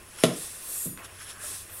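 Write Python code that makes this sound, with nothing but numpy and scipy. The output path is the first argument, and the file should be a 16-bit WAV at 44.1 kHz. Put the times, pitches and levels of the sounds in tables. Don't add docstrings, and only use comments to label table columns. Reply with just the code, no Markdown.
import sys
import numpy as np
from scipy import signal
from scipy.fft import rfft, irfft
from scipy.io import wavfile
from scipy.ndimage import uniform_filter1d

SR = 44100
rng = np.random.default_rng(int(sys.argv[2]) if len(sys.argv) > 2 else 0)


def to_wav(s):
    ch = np.atleast_2d(s).T
    pcm = np.round(np.clip(ch, -1, 1) * 32767)
    wavfile.write(sys.argv[1], SR, pcm.astype(np.int16))


N = 79380
T = np.arange(N) / SR
BIN_HZ = np.fft.rfftfreq(512, 1 / SR)
FRAME_S = np.arange(N // 128 + 5) * 128 / SR


def amp(db):
    return 10 ** (np.asarray(db) / 20)


def unit(x):
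    return x / np.sqrt(np.mean(x ** 2) + 1e-20)


def at_hz(points, hz):
    freq_hz, value = np.transpose(points)
    return np.interp(np.log(hz + 1), np.log(freq_hz + 1), value)


def envelope(rows):
    time_s, level_db = np.transpose(rows)[:2]
    outside_s = abs(T - np.clip(T, time_s[0], time_s[-1]))
    return amp(np.interp(T, time_s, level_db) - 160 * outside_s)


def arch(start_s, length_s):
    return np.sin(np.pi * np.clip((T - start_s) / length_s, 0, 1))


def struck(start_s, rise_s, t60_s):
    t = np.maximum(T - start_s, 0)
    return np.minimum(t / rise_s, 1) * amp(-60 * t / t60_s)


def add(mix, start_s, sound):
    part = mix[round(start_s * SR):][:len(sound)]
    part += sound[:len(part)]


def turbulence(shape_db, patchy_db):
    real, imag, patches = rng.standard_normal((len(FRAME_S), len(BIN_HZ), 3)).T
    gain = amp(shape_db).reshape(len(BIN_HZ), -1)
    gain = gain / np.sqrt((gain ** 2).mean(0))
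    patches = unit(uniform_filter1d(uniform_filter1d(patches, size=8, axis=0), size=6, axis=1))
    spectrum = (real + 1j * imag) * gain * amp(patchy_db * patches)
    return unit(signal.istft(spectrum, nperseg=512, noverlap=384)[1][:N])


def resonance(hz, width_hz):
    pole = np.exp(-2 * np.pi * width_hz / SR)
    noise = rng.standard_normal(N) + 1j * rng.standard_normal(N)
    baseband = signal.lfilter([1], np.poly([pole, pole]), noise)
    carrier = np.exp(2j * np.pi * np.cumsum(hz * np.ones(N)) / SR)
    return unit((baseband * carrier).real)


def flutter(cutoff_hz=120):
    lowpass = np.exp(-(np.fft.rfftfreq(N, 1 / SR) / cutoff_hz) ** 2)
    return unit(irfft(rfft(rng.standard_normal(N)) * lowpass, N))


def burst(decay_s):
    t = T[:SR // 10]
    noise = rng.standard_normal(len(t)) * np.exp(-t / decay_s)
    return noise / np.linalg.norm(noise)


def colour(x, spectrum):
    log_gain = np.log(amp(at_hz(spectrum, abs(np.fft.fftfreq(2048, 1 / SR)))))
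    taps = np.fft.ifft(np.exp(np.conj(signal.hilbert(log_gain)))).real
    return signal.fftconvolve(x, taps / np.linalg.norm(taps))[:N]


def near_echoes(x):
    taps = .5 * burst(decay_s=.011)
    taps[0] += 1
    return signal.fftconvolve(x, taps / np.linalg.norm(taps))[:N]


def room(x, wet_db):
    # freq_hz, t60_s
    decay = [(100, 0.37), (500, 0.31), (15000, 0.29)]
    t = T[:SR // 2]
    taps = rng.choice([-1., 1.], len(t)) * (rng.random(len(t)) < 4000 / SR) * (t > .004)
    hz, time_s, bands = signal.stft(taps, SR, nperseg=256)
    tail = signal.istft(bands * amp(-60 * time_s / at_hz(decay, hz)[:, None]), SR, nperseg=256)[1]
    return x + amp(wet_db) * signal.fftconvolve(x, tail / np.linalg.norm(tail))[:N]


def background(hum_hz=94.5, air_db=-53.5):
    # time_s, level_db
    hum_levels = [(0, -63.5), (.85, -67.5), (1.0, -58.5), (1.8, -56)]
    # freq_hz, gain_db
    spectrum = [(20, -1), (50, 3.5), (130, -4.5), (800, -17), (5000, -23), (10000, -11), (15800, -27.5)]
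    tone = np.sin(2 * np.pi * (hum_hz * T + rng.random()))
    hum = envelope(hum_levels) * unit(tone + .5 * resonance(hum_hz, width_hz=8.6))
    air_gain = amp(at_hz(spectrum, np.fft.rfftfreq(N, 1 / SR)))
    return hum + amp(air_db) * unit(irfft(rfft(rng.standard_normal(N)) * air_gain, N))


def intake():
    # time_s, level_db
    pulls = [
        [(0, -61), (.17, -49), (.205, -39.5), (.235, -38.5), (.31, -44.5), (.34, -41)],
        [(1.02, -61), (1.052, -42.5), (1.08, -57.5), (1.19, -49.5), (1.22, -44), (1.255, -48), (1.305, -40.5),
         (1.34, -50.5)],
    ]
    # freq_hz, gain_db
    spectrum = [(300, -24), (1500, -2.5), (3600, -6.5), (9500, -3), (11200, 1.5), (12500, -17),
                (15800, -22)]
    # centre_hz, width_hz, lift_db
    barrel = [(3220, 690, 7.5), (9460, 270, 8)]
    # pitch_hz, level_re_hiss_db
    inlet = [(5430, -12), (10310, -6.5)]
    barrel_db = sum(db / (1 + (2 * (BIN_HZ - hz) / width_hz) ** 2) for hz, width_hz, db in barrel)
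    whistles = sum(amp(db) * resonance(hz, width_hz=140) for hz, db in inlet)
    hiss = turbulence(at_hz(spectrum, BIN_HZ) + barrel_db, patchy_db=2.5)
    return sum(map(envelope, pulls)) * (hiss + whistles)


def shaft_friction():
    # time_s, level_db
    rub_levels = [(0, -52), (.1, -55.5), (.19, -50.5), (.6, -54), (.74, -50.5), (.82, -55), (.96, -57.5),
                  (.995, -45), (1.09, -51.5), (1.3, -54.5), (1.46, -49.5), (1.6, -54.5), (1.8, -53)]
    # freq_hz, gain_db
    spectrum = [(150, -2), (950, -0.5), (2600, -3), (4000, -14), (9000, -20)]
    # time_s, level_db
    scrape_levels = [(1.2, -57), (1.36, -53), (1.43, -49.5), (1.62, -68.5), (1.71, -55)]
    # centre_hz, width_hz, gain_db
    modes = [(1334, 190, -2), (1655, 160, 2.5)]
    rub = near_echoes(turbulence(at_hz(spectrum, BIN_HZ), patchy_db=2.5))
    scrape = unit(sum(amp(db) * resonance(hz, width_hz) for hz, width_hz, db in modes))
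    return envelope(rub_levels) * rub + envelope(scrape_levels) * scrape


def shaft_ticks():
    # start_s, energy_db, decay_s
    ticks = [(0.186, -18, 0.0066), (0.975, -17.5, 0.0014), (0.986, -22.5, .007), (1.212, -21.5, .006),
             (1.697, -24.5, 0.011)]
    # freq_hz, gain_db
    spectrum = [(600, -12.5), (1500, 5.5), (3400, -3.5), (4800, -17)]
    hits = np.zeros(N)
    for start_s, db, decay_s in ticks:
        add(hits, start_s, amp(db) * burst(decay_s))
    return room(colour(hits, spectrum), wet_db=-9)


def top_clack():
    # start_s, level_db
    clacks = [(0.2369, 2.5), (0.2396, -4), (0.2426, -2.5), (0.2532, -8.5), (0.2655, -13)]
    # freq_hz, gain_db
    spectrum = [(60, -70), (400, -5), (1250, 3.5), (1680, -3), (1950, 6.5), (2250, -2), (2550, 3),
                (3500, 5.5), (4400, -6), (5500, -2.5), (8000, -6.5), (10300, 2), (16000, -33)]
    hits = np.zeros(N)
    for start_s, db in clacks:
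        snap = .94 * burst(decay_s=.0042)
        snap[0] = -1
        add(hits, start_s, amp(db) * snap)
    return room(colour(hits, spectrum), wet_db=-6)


def piston_blows(t60_s=.044, low_cut_hz=146.3):
    # start_s, level_db, contact_ms
    blows = [(0.2377, -10, 0.48), (0.2451, -18.5, 0.41), (0.2667, -26, 1.2), (0.8574, -26.5, 2.4),
             (0.8673, -16.5, 6.5)]
    # pitch_hz, gain_db
    modes = [(140, -22), (188, -12), (250, -8), (342, 0), (474, 3), (606, 2.5), (1000, -10.5),
             (1260, -12.5)]
    force, t = np.zeros(N), T[:SR // 2]
    for start_s, db, contact_ms in blows:
        progress = t / (contact_ms / 1000)
        pulse = progress * np.exp(-np.pi * progress)
        add(force, start_s, amp(db) * pulse / pulse.sum())
    ring = sum(amp(db - 60 * t / t60_s) * np.sin(2 * np.pi * hz * t) for hz, db in modes)
    ring = signal.sosfilt(signal.butter(6, low_cut_hz, "high", fs=SR, output="sos"), ring)
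    return room(signal.fftconvolve(force, ring)[:N], wet_db=-4)


def piston_rush():
    # time_s, level_db
    pushes = [
        [(.32, -76), (.365, -38.5), (.44, -37), (.51, -42), (.60, -43), (.74, -40), (.86, -41.5)],
        [(1.37, -60), (1.415, -41.5), (1.447, -36.5), (1.55, -37), (1.61, -42), (1.675, -51.5), (1.8, -46)],
    ]
    # freq_hz, gain_db
    spectrum = [(1200, -15), (7000, -5.5), (9200, 1), (10600, 1), (12500, -7.5), (15800, -18)]
    return sum(map(envelope, pushes)) * turbulence(at_hz(spectrum, BIN_HZ), patchy_db=1.0)


def valve_squeals(length_s=.095, rise_hz_per_s=38000):
    # start_s, level_db, start_hz
    squeals = [(.592, -56, 13300), (1.685, -49.5, 12000)]
    mix = np.zeros(N)
    for start_s, db, start_hz in squeals:
        pitch_hz = start_hz + rise_hz_per_s * np.clip(T - start_s, 0, length_s)
        mix += amp(db) * arch(start_s, length_s) * resonance(pitch_hz, width_hz=600)
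    return mix


def valve_jet(edge_order=7.9):
    # time_s, level_db, lower_edge_hz
    jets = [
        [(.605, -56, 12600), (.65, -45, 9500), (.70, -37, 6500), (.76, -33.5, 6400), (.855, -32.5, 6650),
         (.89, -39.5, 9100), (.96, -57, 9900)],
        [(1.69, -60, 11000), (1.74, -43.5, 9200), (1.78, -40, 7950), (1.8, -44.5, 7500)],
    ]
    # freq_hz, gain_db
    spectrum = [(4000, -10), (7000, -2.5), (11700, 0), (13000, -6.5), (15800, -18)]
    mix, hz = np.zeros(N), BIN_HZ[:, None] + 1
    for curve in jets:
        time_s, _, lower_edge_hz = np.transpose(curve)
        edge_hz = np.interp(FRAME_S, time_s, lower_edge_hz)
        cut_db = 20 * np.log10(1 + (edge_hz / hz) ** edge_order)
        tilt_db = 8 * np.log2(edge_hz / 6500) * np.log2(hz / edge_hz)
        mix += envelope(curve) * turbulence(at_hz(spectrum, hz) - cut_db + tilt_db, patchy_db=1.7)
    return mix


def valve_whistles(waver_hz=22, sag_hz_per_s=500, flutter_db=1.5):
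    # start_s, length_s, pitch_hz, level_db
    whistles = [(.78, .225, 6975, -52), (.875, .08, 9365, -41.5), (.925, .035, 9110, -44),
                (.94, .065, 9090, -52), (.85, .13, 10715, -52), (.80, .2, 11545, -49),
                (.81, .14, 13750, -57)]
    mix = np.zeros(N)
    for start_s, length_s, hz, db in whistles:
        pitch_hz = hz + waver_hz * flutter() - sag_hz_per_s * (T - start_s - length_s / 2)
        gain = amp(db + flutter_db * flutter()) * arch(start_s, length_s)
        mix += gain * np.sin(2 * np.pi * np.cumsum(pitch_hz) / SR)
    return mix


def floor_thud(level_db=-34.5):
    # freq_hz, gain_db
    spectrum = [(50, -28), (125, 4), (350, -3.5), (1200, -50.5)]
    shudder = colour(rng.standard_normal(N), spectrum)
    shudder /= np.sqrt(abs(uniform_filter1d(shudder ** 2, size=700)))
    return amp(level_db) * struck(start_s=.858, rise_s=.008, t60_s=.35) * shudder


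def guide_knock(level_db=-42.5):
    modes = [595, 1325]
    ring = sum(np.sin(2 * np.pi * hz * T) for hz in modes)
    return amp(level_db) * struck(start_s=1.434, rise_s=.0048, t60_s=.12) * ring


def scene():
    hiss = intake() + near_echoes(piston_rush() + valve_jet())
    valve = valve_squeals() + valve_whistles()
    shaft = shaft_ticks() + shaft_friction() + guide_knock()
    stops = piston_blows() + floor_thud() + top_clack()
    return (hiss + valve + shaft + stops + background())[None]


def record(dry):
    taps = signal.firwin(511, 15900, window=("kaiser", 9), fs=SR)
    return signal.oaconvolve(dry, taps[None], "same")


dry = scene()
out = record(dry)
to_wav(out)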